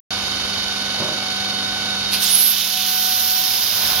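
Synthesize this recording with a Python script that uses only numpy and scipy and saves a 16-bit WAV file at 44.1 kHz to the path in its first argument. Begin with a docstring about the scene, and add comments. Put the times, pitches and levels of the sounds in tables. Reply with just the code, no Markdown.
"""Compressed air spits from a valve, then hisses, squeals and whistles as it clamps a plank and feeds
the drill of a wood boring machine. Behind it the induction motor hums, the fan blades whirr and the
rotor whines. Before the air starts, the plank is knocked onto the table and echoes in the workshop;
at the end the drill bites. A gain control ducks the motor under the air."""
import sys
import numpy as np
from scipy import signal
from scipy.fft import rfft, irfft
from scipy.io import wavfile
from scipy.ndimage import uniform_filter1d

SR = 44100
rng = np.random.default_rng(int(sys.argv[2]) if len(sys.argv) > 2 else 0)


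def generate_wav(signal):
    """Clip the signal to [-1, 1] and save it as 16-bit WAV at the path in sys.argv[1]."""
    frames = np.transpose(np.atleast_2d(signal))
    scaled = np.clip(frames, -1, 1) * 32767
    pcm = np.round(scaled).astype(np.int16)
    wavfile.write(sys.argv[1], SR, pcm)


N = 176400
T = np.arange(N) / SR
BINS_HZ = np.maximum(np.arange(N // 2 + 1) * SR / N, 1)
MOTOR_LAG_S, AIR_LAG_S, TONE_LAG_S = .00005, .00003, .000027  # left behind right


def from_db(db):
    """Decibels to gain."""
    return 10 ** (np.asarray(db) / 20)


def in_time(rows):
    """Columns of a curve at every sample."""
    times, *columns = np.transpose(rows)
    return np.array([np.interp(T, times, c) for c in columns])


def at_hz(rows, hz):
    """Columns of a spectrum at given frequencies."""
    freqs, *columns = np.transpose(rows)
    return np.array([np.interp(np.log(hz), np.log(freqs), c) for c in columns])


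def drift(rate_hz):
    """Smooth random wander, spread about 1."""
    count = int(8 * max(rate_hz, 1) * N / SR) + 2
    poles = [np.exp(-np.pi / 4)] * 2
    slow = signal.lfilter([1], np.poly(poles), rng.standard_normal(count + 20))[20:]
    return np.interp(T, np.linspace(0, N / SR, count), slow / slow.std())


def stereo_noise(spectrum, correlation, lag_s):
    """Partly correlated noise with a given density per channel."""
    alike = np.clip(at_hz(correlation, BINS_HZ)[0], 0, 1)
    mid, side = rfft(rng.standard_normal((2, N)))
    pair = np.sqrt(1 + alike) * mid + np.sqrt(1 - alike) * side * [[1], [-1]]
    pair[0] *= np.exp(-2j * np.pi * BINS_HZ * lag_s)
    return irfft(pair * from_db(at_hz(spectrum, BINS_HZ)), N) * np.sqrt(SR) / 2


def resonant_noise(hz, width_hz):
    """Noise in one steep resonance, rms 1."""
    detuning = (BINS_HZ - hz ** 2 / BINS_HZ) / width_hz
    band = irfft(rfft(rng.standard_normal(N)) / (1 + detuning ** 2), N)
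    return band / band.std()


def ring(clicks, hz, t60_s):
    """Each click excites a damped sine."""
    r, w = from_db(-60 / (t60_s * SR)), 2 * np.pi * hz / SR
    highpassed = signal.lfilter([1, -1], [1, w / 2 - 1], clicks) + 1e-18
    return signal.lfilter([0, np.sin(w)], [1, -2 * r * np.cos(w), r * r], highpassed)


def workshop(sound, echo_db=-5, t60_s=.42):
    """Adds the room's dull, dying echo, different on each side."""
    dull = signal.lfilter([1], [1, -.8], rng.standard_normal((3, SR // 2)))
    tails = dull * from_db(-60 * T[:SR // 2] / t60_s)
    response = tails[:2] / 2 + tails[2]
    response /= np.sqrt(np.sum(response ** 2) * 2)
    return sound + from_db(echo_db) * signal.fftconvolve(sound[None], response, axes=1)[:, :N]


# shaft speed: t/s, rotation/Hz
SHAFT_SPEED = [(0, 49.73), (2.2, 49.73), (2.8, 49.68), (3.55, 49.67), (3.75, 49.5), (4, 49.44)]
IDLE_HZ = SHAFT_SPEED[0][1]
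def shaft_angle():
    """Shaft rotation in rad; the speed sags under load."""
    return 2 * np.pi * np.cumsum(in_time(SHAFT_SPEED)[0]) / SR


# rumble envelope: t/s, level/dB
RUMBLE = [(.1, -57), (.28, -45), (.5, -39), (.7, -66), (2.5, -53), (3.6, -46.5), (3.92, -32.5)]
def frame_rumble():
    """The machine frame rumbles in one low resonance."""
    return from_db(in_time(RUMBLE)) * resonant_noise(hz=84.5, width_hz=58)


# fan and bearing noise: f/Hz, left density/dB, right density/dB
MOTOR_NOISE = [(25, -87, -84), (54.6, -64, -63.5), (150, -66.5, -67.5), (267, -63, -63.5),
               (430, -72.5, -71.5), (525, -67.5, -66), (1310, -63.5, -65), (1450, -63, -65.5),
               (1870, -67.5, -69.5), (2900, -64.5, -63.5), (3030, -62, -56), (3400, -66.5, -63.5),
               (3710, -59, -54.5), (4200, -66, -63.5), (4420, -67, -56), (5620, -84, -62.5),
               (6800, -88.5, -66), (8000, -107, -86), (8820, -84.5, -71), (11500, -84, -74),
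               (15600, -96, -102)]
# machine stereo image: f/Hz, correlation (below 0 for pure tones only)
MOTOR_CORRELATION = [(190, 0.98), (700, 0.89), (1400, 0.25), (3000, 0.19), (3750, -.7), (5000, -0.11)]
def motor_noise(angle, gain_db=-.5, shaft_depth=.19, slip_depth=.14, slip_rattle_hz=22.02):
    """Fan and bearing noise throbs with the shaft and a slower slip rattle."""
    shaft_rattle = shaft_depth * (np.cos(angle) + np.cos(2 * angle)) / 2
    slip_rattle = slip_depth * np.cos(2 * np.pi * slip_rattle_hz * T)
    rush = stereo_noise(MOTOR_NOISE, MOTOR_CORRELATION, MOTOR_LAG_S)
    return from_db(gain_db) * (1 + shaft_rattle + slip_rattle) * rush


def motor_buzz(angle, over_density_db=11, scatter_db=1.5, turn_samples=8192):
    """Weak shaft harmonics: a rough pattern that repeats each turn."""
    multiples = np.arange(2, 150)
    hz = multiples * IDLE_HZ
    uneven_db = scatter_db * rng.uniform(-np.pi / 2, np.pi / 2, len(hz))
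    gains = from_db(at_hz(MOTOR_NOISE, hz) + over_density_db + uneven_db)
    lag_rad = np.arccos(np.clip(at_hz(MOTOR_CORRELATION, hz), 0, 1))
    phases = rng.uniform(0, 2 * np.pi, len(hz)) - lag_rad * [[1], [0]]
    lines = np.zeros((2, turn_samples // 2 + 1), complex)
    lines[:, multiples] = gains * np.exp(1j * phases) * turn_samples / np.sqrt(2)
    position = angle / (2 * np.pi) % 1
    grid = np.arange(turn_samples) / turn_samples
    return np.array([np.interp(position, grid, turn) for turn in irfft(lines)])


# blade-rate harmonics from the first up: left level/dB, right level/dB
BLADE_TONES = [(-38.5, -47.5), (-36.7, -35.7), (-37.3, -40.3), (-51.5, -36.2), (-28.5, -26.8),
               (-37.7, -28.5), (-53, -43), (-59, -42)]
# swells of blade tones 1, 2 and 5: t/s, gain/dB
BLADE_1_SWELL = [(.1, 4), (.45, -4), (1.3, 3.5), (2.66, 1.5), (2.76, 13), (3.58, 12.5), (3.68, 4.5),
                 (4, 11.5)]
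BLADE_2_SWELL = [(.1, -3), (.8, 1.5), (1.25, -0.5), (1.9, 1.5), (2.6, 2.5), (3.36, 5), (3.45, -2.5),
                 (3.7, 3.5), (3.9, 10)]
BLADE_5_SWELL = [(.8, -4.5), (1.7, -1), (2.8, 0.5)]
# strong shaft harmonics: multiple, left level/dB, right level/dB
SHAFT_TONES = [(2, -50, -50), (4, -40.3, -39.3), (8, -54, -53), (10, -49, -53), (43, -45, -53),
               (62, -53, -42), (73, -46, -46), (77, -34.5, -36), (106, -66, -41)]
# swell of the shaft harmonics below the blade rate: t/s, gain/dB
HUM_SWELL = [(1.3, 0.5), (1.6, 3), (3.3, 0.5), (3.5, -6.5), (3.85, 4)]
# rotor and bearing tones at idle: f/Hz, left level/dB, right level/dB
WHINE = [(1433, -46, -46), (1470, -48, -44), (2795, -47, -45), (3708, -42, -41), (3774, -49, -41),
         (4454, -49, -35), (5200, -60, -41)]
def motor_tones(angle, blades=15, waver_db=1.4, waver_hz=4, wander_rad=.22):
    """Blade tones, hum and rotor whine follow the shaft, each wavering by itself."""
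    swells_db = {1: in_time(BLADE_1_SWELL)[0], 2: in_time(BLADE_2_SWELL)[0], 5: in_time(BLADE_5_SWELL)[0]}
    hum_db = in_time(HUM_SWELL)[0]
    tones = [(blades * k, db, swells_db.get(k, 0)) for k, db in enumerate(BLADE_TONES, 1)]
    tones += [(multiple, db, hum_db * (multiple < blades)) for multiple, *db in SHAFT_TONES]
    tones += [(hz / IDLE_HZ, db, 0) for hz, *db in WHINE]
    out = np.zeros((2, N))
    for multiple, db, swell_db in tones:
        phase = multiple * angle + rng.uniform(0, 2 * np.pi) + wander_rad * drift(waver_hz)
        lag_rad = np.arccos(np.clip(at_hz(MOTOR_CORRELATION, multiple * IDLE_HZ)[0], -1, 1))
        level = np.sqrt(2) * from_db(swell_db + waver_db * drift(waver_hz))
        out += from_db(db)[:, None] * level * np.sin([phase - lag_rad, phase])
    return out


# plank hits the table: t/s, relative level/dB, favoured f/Hz
KNOCKS = [(.25, -7, 90), (.976, -7, 1150), (1.002, 0, 280), (1.011, -7, 240), (1.021, 2.5, 580),
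          (1.083, 0.5, 1000), (1.116, -7.5, 330), (2.28, -6.5, 200), (3.42, -10, 240)]
# plank modes: f/Hz, level/dB, t60/s
PLANK_MODES = [(160, -28, .2), (234, -25.5, .14), (380.6, -24.5, .2), (607, -25.5, .14), (814, -32, .06),
               (1040, -28, .06)]
def plank(scuff_db=-33.5, scuff_s=.031, thud_db=-15, focus_db_per_octave=6):
    """Each knock scuffs, thuds and rings the modes, favouring those near its own pitch."""
    times, knock_db, favoured_hz = np.transpose(KNOCKS)
    onsets = (times * SR).astype(int)
    clicks = np.zeros(N)
    clicks[onsets] = from_db(knock_db)
    scuff_decay = signal.lfilter([1], [1, -np.exp(-1 / (scuff_s * SR))], clicks + 1e-18)
    out = from_db(scuff_db) * scuff_decay * resonant_noise(hz=440, width_hz=870)
    out += from_db(thud_db) * ring(clicks, hz=420, t60_s=.007)
    for hz, mode_db, t60_s in PLANK_MODES:
        octaves_off = abs(np.log2(hz / favoured_hz))
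        clicks[onsets] = from_db(knock_db + mode_db - focus_db_per_octave * octaves_off)
        out += ring(clicks, hz, t60_s)
    return out


# bite envelope: t/s, gain/dB
BITE = [(3.38, -27), (3.5, -10.5), (3.68, -10), (3.85, -2)]
# cutting noise: f/Hz, left density/dB, right density/dB
CUTTING = [(60, -65, -69), (250, -63.5, -66), (910, -56, -50.5), (1950, -53.5, -60), (3720, -56, -48),
           (7000, -88, -70)]
def drill(angle, pulse_depth=.22):
    """The bit's two lips scrape into the wood, two pulses per turn."""
    bite = from_db(in_time(BITE)) * (T > BITE[0][0])
    pulses = 1 + pulse_depth * np.cos(2 * angle)
    return bite * pulses * stereo_noise(CUTTING, MOTOR_CORRELATION, MOTOR_LAG_S)


def edge_tone(curve, gain_db, pan_db, shake_hz):
    """Edge tone of the air jet; turbulence shakes its pitch and level."""
    hz, db = in_time(curve)
    phase = 2 * np.pi * np.cumsum(hz + shake_hz * drift(600)) / SR
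    flutter_db = 2 * np.tanh(drift(110)) + 2 * np.tanh(drift(20))
    level = from_db(db + gain_db + flutter_db) * (T > curve[0][0]) * (T < curve[-1][0])
    pan = from_db([[-pan_db / 2], [pan_db / 2]])
    return level * pan * np.sin([phase - 2 * np.pi * hz * TONE_LAG_S, phase])


def air_band(curve, pan_db, width_hz):
    """Turbulence in a moving resonance: a narrow, pitched hiss."""
    hz, db = in_time(curve)
    lowpass = signal.butter(2, width_hz / 2, fs=SR, output="sos")
    in_phase, quadrature = signal.sosfilt(lowpass, rng.standard_normal((2, N)))
    phase = 2 * np.pi * (np.cumsum(hz) / SR - hz * TONE_LAG_S * [[1], [0]])
    band = (in_phase * np.cos(phase) + quadrature * np.sin(phase)) / (2 * in_phase.std())
    level = from_db(db) * (T > curve[0][0]) * (T < curve[-1][0])
    pan = from_db([[-pan_db / 2], [pan_db / 2]])
    return level * pan * band


# whistle and jet resonance glides: t/s, f/Hz, relative level/dB
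WHISTLE = [(2.86, 15600, -26), (2.885, 14950, -20), (2.99, 14350, -20), (3.045, 13550, -19),
           (3.13, 14200, -20), (3.26, 14060, -16), (3.45, 14440, -20), (3.85, 14520, -21), (4, 14830, -18)]
JET_RESONANCE = [(2.85, 4910, -40), (3.05, 5050, -30), (3.35, 5430, -20), (3.6, 5030, -19.5),
                 (4, 5080, -24)]
def feed_whistle():
    """During the feed the jet sounds a thin edge tone over a breathy resonance."""
    whistle = edge_tone(WHISTLE, gain_db=7, pan_db=3, shake_hz=98.6)
    return whistle + air_band(JET_RESONANCE, pan_db=15.5, width_hz=230)


# squeal, shrill hiss and rasp glides: t/s, f/Hz, relative level/dB
SQUEAL = [(2.255, 6200, -28), (2.285, 7400, -27), (2.305, 9550, -19), (2.33, 10500, -11.5),
          (2.357, 10800, -11.5), (2.365, 10850, -24)]
SHRILL = [(2.35, 10800, -8), (2.395, 11450, -2.5), (2.5, 11940, -2), (2.55, 13500, -13)]
RASP = [(2.205, 9000, -29), (2.245, 8870, -16.5), (2.262, 8600, -29)]
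def valve_squeal():
    """The valve rasps as it opens fully; a rising squeal breaks up into shrill hiss."""
    squeal = edge_tone(SQUEAL, gain_db=3.5, pan_db=11, shake_hz=210)
    shrill = air_band(SHRILL, pan_db=7, width_hz=1700)
    rasp = air_band(RASP, pan_db=14, width_hz=1000)
    return squeal + shrill + rasp


# valve puff: f/Hz, left density/dB, right density/dB
SPIT = [(1800, -67, -66), (2710, -50, -51), (3100, -55, -54), (4600, -61, -44.5), (8150, -85, -66.5),
        (10600, -56, -52), (15700, -64, -67)]
# air stereo image: f/Hz, correlation
AIR_CORRELATION = [(1000, 0.82), (4000, 0.66), (8000, 0.96), (13000, 0.2)]
def valve_spit(peak_s=2.143, attack_s=.015, release_s=.036):
    """The opening valve lets out a short puff."""
    age_s = T - peak_s
    rise = np.exp(-(age_s / attack_s) ** 2 / 2)
    fall = np.exp(-abs(age_s) / release_s)
    return np.where(age_s < 0, rise, fall) * stereo_noise(SPIT, AIR_CORRELATION, AIR_LAG_S)


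# escaping air: f/Hz, left density/dB, right density/dB
HISS = [(297, -85, -100), (980, -67.5, -67), (2200, -62, -64.5), (3020, -56, -54), (4250, -58, -48.5),
        (5370, -70.5, -47.5), (6720, -73, -54), (7960, -77, -79), (8550, -70, -63), (9900, -63.5, -59),
        (11650, -59, -48.5), (12200, -54.5, -53), (13800, -60, -58), (15700, -56, -125)]
# air flow while clamping and feeding: t/s, gain/dB
FLOW = [(2.17, -20), (2.225, -0.5), (2.275, 0), (2.6, 3.5), (2.69, 2.1), (2.8, 2), (4, 1.2)]
# air line resonances: f/Hz, width/Hz, left level/dB, right level/dB
LINE_RESONANCES = [(2640, 280, -35, -31.5), (3050, 190, -30, -23), (3600, 580, -29, -19)]
# surge in those resonances: t/s, gain/dB
SURGE = [(2.2, -11), (2.285, -2), (2.46, -5), (2.54, 1), (2.635, 4), (2.675, -5), (2.765, 2), (2.85, 3),
         (2.9, -6.5), (4, -5.5)]
def air_stream(flutter_db=.67, flutter_hz=60):
    """Compressed air hisses out, surging in the hollow resonances of the line."""
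    flow = from_db(in_time(FLOW) + flutter_db * drift(flutter_hz))
    hollows = sum(from_db(db)[:, None] * resonant_noise(hz, width) for hz, width, *db in LINE_RESONANCES)
    surge = from_db(in_time(SURGE)) * hollows
    hiss = flow * stereo_noise(HISS, AIR_CORRELATION, AIR_LAG_S)
    return (T > FLOW[0][0]) * (hiss + surge)


def scene():
    """Motor, plank, air and drill; only the plank echoes."""
    angle = shaft_angle()
    motor = motor_tones(angle) + motor_buzz(angle) + frame_rumble() + motor_noise(angle)
    knocks = workshop(plank())
    air = air_stream() + valve_spit() + valve_squeal() + feed_whistle()
    return motor + knocks + air + drill(angle)


def record(dry, threshold_db=-23, slope=.56, attack_s=.15, release_db_per_s=12.5):
    """Gain control ducks loud passages and recovers slowly; brief silence first, top cut off."""
    start_s, cutoff_hz = .106, 15850
    level_db = 10 * np.log10(uniform_filter1d(np.mean(dry ** 2, axis=0), size=900) + 1e-12)
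    over_db = np.maximum(level_db - threshold_db, 0)
    release_db = release_db_per_s * T
    held_db = np.maximum.accumulate(over_db + release_db) - release_db
    pole = np.exp(-1 / (attack_s * SR))
    duck_db = slope * signal.lfilter([1 - pole], [1, -pole], held_db)
    ducked = dry * from_db(-duck_db) * (T > start_s)
    return irfft(rfft(ducked) / (1 + (BINS_HZ / cutoff_hz) ** 200), N)


dry = scene()
out = record(dry)
generate_wav(out)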